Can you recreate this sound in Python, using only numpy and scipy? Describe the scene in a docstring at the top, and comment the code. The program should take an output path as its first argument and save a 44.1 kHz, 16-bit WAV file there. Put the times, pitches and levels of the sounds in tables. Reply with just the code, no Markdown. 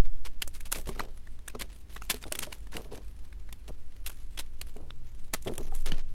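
"""A thin blade carves a hard, dry ball of soap close to a phone, and the soap cracks in short bursts.
Each crack is a snap and a tear of gritty noise that sets the loosened piece ringing. Chunks knock on
the table top, shavings tumble, the blade rasps and crumbs trickle. The phone's stand sways, too low
in pitch to hear, and a quiet room hums behind."""
import sys
import numpy as np
from scipy import signal
from scipy.fft import rfft, irfft, next_fast_len
from scipy.io import wavfile
from scipy.ndimage import uniform_filter1d, map_coordinates

SR = 44100
rng = np.random.default_rng(int(sys.argv[2]) if len(sys.argv) > 2 else 0)


def transcribe(u):
    """Save the signal u as a 16-bit wav file named by the first command-line argument.

    u: samples, shape (n,) or (channels, n), limited to [-1, 1]; the rate is SR.
    q: integer samples, one column per channel.
    """
    v = np.clip(np.atleast_2d(u).T, -1, 1)
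    q = np.round(v * 32767).astype(np.int16)
    wavfile.write(sys.argv[1], SR, q)


N = 270759
t = np.arange(N) / SR

# Cracks in the soap: start_s, relative_level_db, ring_hz, treble_boost_db, tear_length_s
SOAP_CRACKS = [(0.05, -38.5, 2300, -9, 0.022), (0.252, -27.5, 1090, -3.5, 0.025),
               (0.4208, -13.5, 3230, 3.5, 0.0067), (0.4759, -27, 900, 11, 0.005),
               (0.541, -36.5, 1370, 2.5, 0.038), (.606, -31, 2650, 3, 0.0076),
               (0.655, -29.5, 1650, -1.5, 0.021), (0.7191, -19.5, 930, 5, 0.017),
               (.725, -11.5, 2600, 5, 0.0026), (0.749, -23, 2600, -2, 0.02), (0.8738, -35, 1090, 3, 0.03),
               (0.8912, -24.5, 1080, -1.5, 0.0081), (0.9584, -37, 1380, -1, 0.0082),
               (0.9951, -16.5, 1954, -0.5, 0.0027), (1.0037, -20.5, 1170, -13, 0.0061),
               (1.2708, -39, 1900, -9, 0.008), (1.39, -35.5, 1840, 1.5, 0.0015),
               (1.479, -25, 1790, 5, 0.007), (1.498, -33, 2580, 0, 0.0075),
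               (1.55, -29.5, 1270, -11, 0.0082), (1.5954, -28.5, 3300, 1, 0.015),
               (1.611, -19.5, 2270, -1, 0.015), (1.9619, -28.5, 1850, -7.5, 0.0083),
               (2.0202, -28, 1300, -7, 0.0039), (2.1006, -10.5, 3500, -0.5, 0.02),
               (2.143, -22.5, 4600, 5.5, 0.0019), (2.238, -25, 2320, -3, 0.0035),
               (2.3229, -9.5, 2850, 5, 0.0023), (2.352, -22.5, 3530, 6, 0.0061),
               (2.39, -13.5, 4500, 8, 0.0033), (2.424, -19.5, 3340, -5, 0.022),
               (2.525, -25, 4820, -1.5, 0.0079), (2.6694, -36, 1840, -3, 0.0056),
               (2.7295, -37, 1750, -23, 0.0066), (2.74, -29, 3060, -8, 0.015),
               (2.7674, -13.5, 2950, 5, 0.0023), (2.917, -37, 990, -10, 0.017),
               (2.948, -35, 1730, -1, 0.0073), (3.3266, -39, 2500, -4.5, 0.0039),
               (3.49, -36, 1930, -10.5, 0.0055), (3.5271, -26, 3500, 2, 0.0042),
               (3.68, -36, 1160, -2.5, 0.02), (4.0634, -20, 4000, 2, 0.016),
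               (4.0958, -29.5, 1600, 0, 0.0086), (4.375, -25.5, 3470, -1, 0.007),
               (4.3905, -19.5, 3960, -2.5, 0.018), (4.6136, -18, 4830, 0, 0.0047),
               (4.7668, -33, 1430, 3, 0.0017), (4.905, -31.5, 3590, -11, 0.0024),
               (5.3371, -11.5, 1290, 1.5, 0.012), (5.425, -39, 4760, 17, 0.0026),
               (5.449, -34, 4120, 9, 0.003), (5.554, -34.5, 4040, 4, 0.0076), (5.943, -38, 3000, 0, 0.003),
               (5.473, -23, 3640, -7, 0.014), (5.538, -28, 3440, 0, 0.00081),
               (5.5802, -22, 3480, 10, 0.0023), (5.7503, -31, 1030, 7, 0.0029),
               (5.8606, -21, 3600, 1, 0.0083), (5.8722, -25, 2200, -6.5, 0.028),
               (5.9187, -22, 3040, -3, 0.0041), (5.981, -32.5, 1170, -2.5, 0.0044)]
# Tone colour of the soap lump: frequency_hz, gain_db
LUMP_COLOUR = [(300, -9), (700, -12), (2600, -10.5), (4200, -12.5), (6000, -17), (16000, -53)]
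# Tone colour of the brittle edge: frequency_hz, gain_db
EDGE_COLOUR = [(3000, -40.5), (6000, -3.5), (10000, 1), (13000, -3.5), (16500, -16)]
# Tones a loosened piece rings with: multiple_of_ring_pitch, gain_db
PIECE_TONES = [(.65, 0), (1, 10.5), (1.6, 0.5), (2.1, 3)]
# Chunks landing on the table top: start_s, relative_level_db, pitch_hz
CHUNK_LANDINGS = [(0.782, -45, 302), (0.892, -32.5, 383), (1.551, -35, 406), (2.142, -35, 421),
                  (2.319, -35, 610), (2.472, -40, 596), (2.751, -37.5, 315), (2.935, -38, 438),
                  (4.764, -40, 416), (5.462, -33.5, 391), (5.473, -27.5, 410), (5.497, -31, 422),
                  (5.521, -33, 353), (5.586, -43, 347), (5.604, -35.5, 398), (5.723, -40.5, 764),
                  (5.886, -46, 256), (5.922, -28.5, 159)]
# Shavings tumbling and fingers shifting their grip: start_s, level_db, length_s
SHAVING_TUMBLES = [(0.762, -44.5, 0.054), (0.874, -45.5, 0.073), (0.966, -46, 0.12), (1.547, -43.5, 0.024),
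                   (1.606, -49.5, 0.05), (2.258, -45, 0.032), (2.332, -52.5, 0.22), (2.752, -40, 0.063),
                   (2.85, -54.5, 0.076), (2.919, -48, 0.087), (3.689, -46, 0.027), (4.763, -54, 0.11),
                   (5.469, -40, 0.073), (5.581, -41, 0.041), (5.648, -53, 0.075), (5.866, -46, 0.11)]
# Tone colour of shavings on the table top: frequency_hz, gain_db
SHAVING_COLOUR = [(40, -66.5), (90, 8.5), (190, 4), (420, 7), (650, 0.5), (1300, -12.5), (4000, -73)]
# Blade strokes and fingers rubbing the lump: start_s, length_s, level_db, treble_boost_db
BLADE_STROKES = [(0.734, 0.066, -58, 4.5), (0.858, 0.21, -60, -9), (1.457, 0.27, -71, -7),
                 (1.903, 0.1, -56, -1.5), (2.084, 0.2, -61.5, -2), (2.312, 0.2, -59, -1.5),
                 (2.72, 0.11, -57.5, -2.5), (2.923, 0.05, -61, -5), (4.043, 0.16, -68, 3),
                 (5.414, 0.12, -64, 6.5), (5.568, 0.15, -69, -0.5), (5.749, 0.067, -66, 8),
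                 (5.91, 0.079, -55, -30)]
# How strongly the stand rocks: time_s, relative_level_db
STAND_SWAY = [(0, -16.5), (.25, -31.5), (.7, -31.5), (2.3, -44.5), (4.5, -31.5), (5.5, -33.5),
              (5.75, -19.5), (5.95, -17.5), (6.14, -28)]
# Tone colour of the room's rumble and hiss: frequency_hz, gain_db
ROOM_COLOUR = [(14, -25.5), (24, -9.5), (50, -7), (85, -21), (130, -30), (270, -34.5), (700, -48),
               (2500, -54), (16000, -66)]


def cracks():
    """Each crack builds up, snaps, tears on briefly and stops; the loosened piece rings."""
    lead = SR // 50  # samples of build-up
    body, edge = np.zeros(N + SR), np.zeros(N + SR)
    age = (np.arange(SR // 8) - lead) / SR
    before, after = np.minimum(age - .001, 0), np.maximum(age, 0)
    size = len(age)
    for start_s, level_db, ring_hz, treble_db, tear_s in SOAP_CRACKS:
        tear_s = max(tear_s, .001)
        snap = .55 * np.exp(before / .00087 - after / .00047)
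        tear = .5 * np.exp(before / (.13 * tear_s + .00036) - (after / tear_s) ** 3)
        tear *= amp(2.5 * np.repeat(rng.standard_normal(size), SR // 700)[:size])  # flake by flake
        tail = amp(-21) * (age > 0) * np.exp(-after / (tear_s + .007))
        burst = (snap + tear) * grit(size, spread_db=5.5)
        ring = piece_ring(burst, ring_hz, treble_db)
        # Short, dull cracks free thick pieces, which ring more.
        ring_gain = .8 * amp(-.45 * treble_db) / (1 + (tear_s / .008) ** 2)
        # Bright cracks move little mass, so they lose more bass.
        bass = uniform_filter1d(burst, round(SR / ring_hz))
        burst -= bass * np.clip(.6 + .06 * treble_db, 0, 1)
        crunch = .75 * burst + ring_gain * ring + tail * grit(size, spread_db=-.5)
        crackle = (snap + tear + tail) * grit(size, spread_db=8.5)
        at = round(start_s * SR) - lead
        body[at:at + size] += amp(level_db - 9.5) * crunch
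        edge[at:at + size] += amp(level_db + treble_db - 14.5) * crackle
    return coloured(body[:N], LUMP_COLOUR) + coloured(edge[:N], EDGE_COLOUR)


def grit(size, spread_db):
    """Noise of tiny fractures: most are weak, a few stand out."""
    strengths = np.minimum(rng.exponential(size=size // 8 + 1), 2.5)
    return unit(amp(spread_db * np.repeat(strengths, 8)[:size]) * rng.standard_normal(size))


def piece_ring(burst, ring_hz, treble_db, ring_cycles=16):
    """A burst shakes a loosened piece, whose tones fade by 60 dB in ring_cycles of the main tone."""
    age = np.arange(SR // 50) / SR
    fade_db = 60 * age * ring_hz / ring_cycles
    ring = np.zeros(len(age))
    for multiple, gain_db in PIECE_TONES:
        dull_db = (multiple != 1) * .5 * min(treble_db, 0)  # dull cracks have weaker side tones
        tone_db = gain_db + rng.normal(0, 2.9) + dull_db
        ring += amp(tone_db - fade_db) * np.sin(2 * np.pi * ring_hz * multiple * age)
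    return signal.fftconvolve(burst, ring / np.linalg.norm(ring))[:len(burst)]


def chunk_knocks():
    """A chunk lands softly, rings with a main, a higher and a lower tone, and bounces once."""
    out, age = np.zeros(N + SR), np.arange(SR // 10) / SR
    onset = 1 - np.exp(-age / .00012)
    for start_s, level_db, pitch_hz in CHUNK_LANDINGS:
        landing, bounce = (0, 3.5, .017), (.008, -17, rng.normal(0, .356))
        for delay_s, gain_db, pitch_shift in (landing, bounce):
            phase = 2 * np.pi * pitch_hz * np.exp(pitch_shift) * age
            ring = np.sin(phase) * amp(-60 * age / .05)
            ring += .35 * np.sin(1.55 * phase) * amp(-60 * age / .03)
            ring += .28 * np.sin(.59 * phase) * amp(-60 * age / .16)
            at = round((start_s + delay_s) * SR)
            out[at:at + len(age)] += amp(level_db + gain_db) * ring * onset
    return out[:N]


def tumbling_shavings(bumps_per_s=600):
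    """Each tumble is a patter of soft bumps that swells fast, holds and stops."""
    level = np.zeros(N)
    for start_s, level_db, length_s in SHAVING_TUMBLES:
        before, after = np.minimum(t - start_s, 0), np.maximum(t - start_s, 0)
        level += amp(level_db) * np.exp(before / .0044 - (after / length_s) ** 3)
    bumps = (rng.random(N) < bumps_per_s / SR) * rng.standard_normal(N)
    return level * unit(coloured(bumps, SHAVING_COLOUR))


def rasp_and_crumbs(rise_s=.0024, fall_s=.022, trickle_db=-69.5, trickle_treble_db=-71):
    """Crumbs tick over the fine rasp of each stroke and keep trickling between strokes."""
    start_s, length_s, level_db, treble_db = np.transpose(BLADE_STROKES)[..., None]
    before, after = np.minimum(t - start_s, 0), np.maximum(t - start_s - length_s, 0)
    strokes = np.exp(before / rise_s - after / fall_s)
    body_level = amp(trickle_db) + np.sum(amp(level_db) * strokes, axis=0)
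    edge_level = amp(trickle_treble_db) + np.sum(amp(level_db + treble_db) * strokes, axis=0)
    crumbs_per_s = 45 + 60 * strokes.max(axis=0)
    crumbs = (rng.random(N) < crumbs_per_s / SR) * amp(4 * rng.standard_normal(N))
    tick_fade = np.exp(-t[:SR // 50] / .0025)
    ticks = 1 + 2.2 * np.convolve(crumbs, tick_fade)[:N]
    clumps = amp(3 * wobble(30)) * ticks
    body = clumps * amp(1.7 * wobble(60)) * coloured(rng.standard_normal(N), LUMP_COLOUR)
    edge = clumps * coloured(rng.standard_normal(N), EDGE_COLOUR)
    # The treble flickers in random patches of pitch and time.
    spectrum = signal.stft(edge, nperseg=256)[2]
    patches = uniform_filter1d(rng.standard_normal(spectrum.shape), size=9, axis=0)
    patches = uniform_filter1d(patches, size=14, axis=1)
    edge = signal.istft(spectrum * amp(3.8 * unit(patches)), nperseg=256)[1][:N]
    return body_level * unit(body) + edge_level * unit(edge)


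def swaying_stand(rock_hz=12.5):
    """The phone's stand rocks and drifts; a shove is still settling at the start."""
    sway_db = np.interp(t, *np.transpose(STAND_SWAY))
    cycles = np.cumsum(rock_hz + 2 * wobble(2.5)) / SR
    rocking = amp(sway_db + 1) * np.cos(2 * np.pi * cycles)
    drift = coloured(rng.standard_normal(N), [(1, -13.5), (7, .5), (11, -14), (30, -51), (100, -120)])
    shove = .22 * np.exp(-t / .21)
    return rocking + amp(-40.5) * unit(drift) + shove


def room(low_hz=48, hum_hz=121, hum_start_s=4.77):
    """The room's rumble and hiss, a constant low tone and a hum that switches on late."""
    air = amp(-46.5) * unit(coloured(rng.standard_normal(N), ROOM_COLOUR))
    low_tone = amp(-49.5 + wobble(4.5)) * np.sin(2 * np.pi * low_hz * t)
    switch_on = np.clip((t - hum_start_s) / .04, 0, 1)
    hum = amp(-57 + 1.5 * wobble(5)) * switch_on * np.sin(2 * np.pi * hum_hz * t)
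    return air + low_tone + hum


def amp(db):
    """Turn decibels into a number to multiply by."""
    return 10 ** (np.asarray(db) / 20)


def unit(x):
    """Scale a sound to an average power of one."""
    return x / np.sqrt(np.mean(x ** 2) + 1e-20)


def wobble(points_per_s):
    """A smooth curve through random points."""
    return map_coordinates(rng.standard_normal(int(N * 400 / SR) + 4), [t * points_per_s])


def coloured(x, colour):
    """Filter a sound to a (frequency_hz, gain_db) shape; white noise keeps its power."""
    size = next_fast_len(N + SR)
    hz, db = np.transpose(colour)
    gain_db = np.interp(np.log(np.fft.rfftfreq(size, 1 / SR) + 1), np.log(hz + 1), db)
    # Folding onto the first half makes the filter ring only after a hit, never before it.
    folded = irfft(np.log(amp(gain_db)), size)
    folded[1:size // 2] *= 2
    folded[size // 2 + 1:] = 0
    response = np.exp(rfft(folded))
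    response /= np.sqrt(np.mean(np.abs(response) ** 2))
    return irfft(rfft(x, size) * response, size)[:N]


def scene():
    """Add the soap, the stand and the room into one channel."""
    soap = cracks() + chunk_knocks() + tumbling_shavings() + rasp_and_crumbs()
    return (soap + swaying_stand() + room())[None]


def record(dry):
    """The phone cuts off the very highest treble."""
    top_hz = 16300
    return signal.sosfiltfilt(signal.ellip(10, .1, 60, top_hz, fs=SR, output="sos"), dry)


dry = scene()
out = record(dry)
transcribe(out)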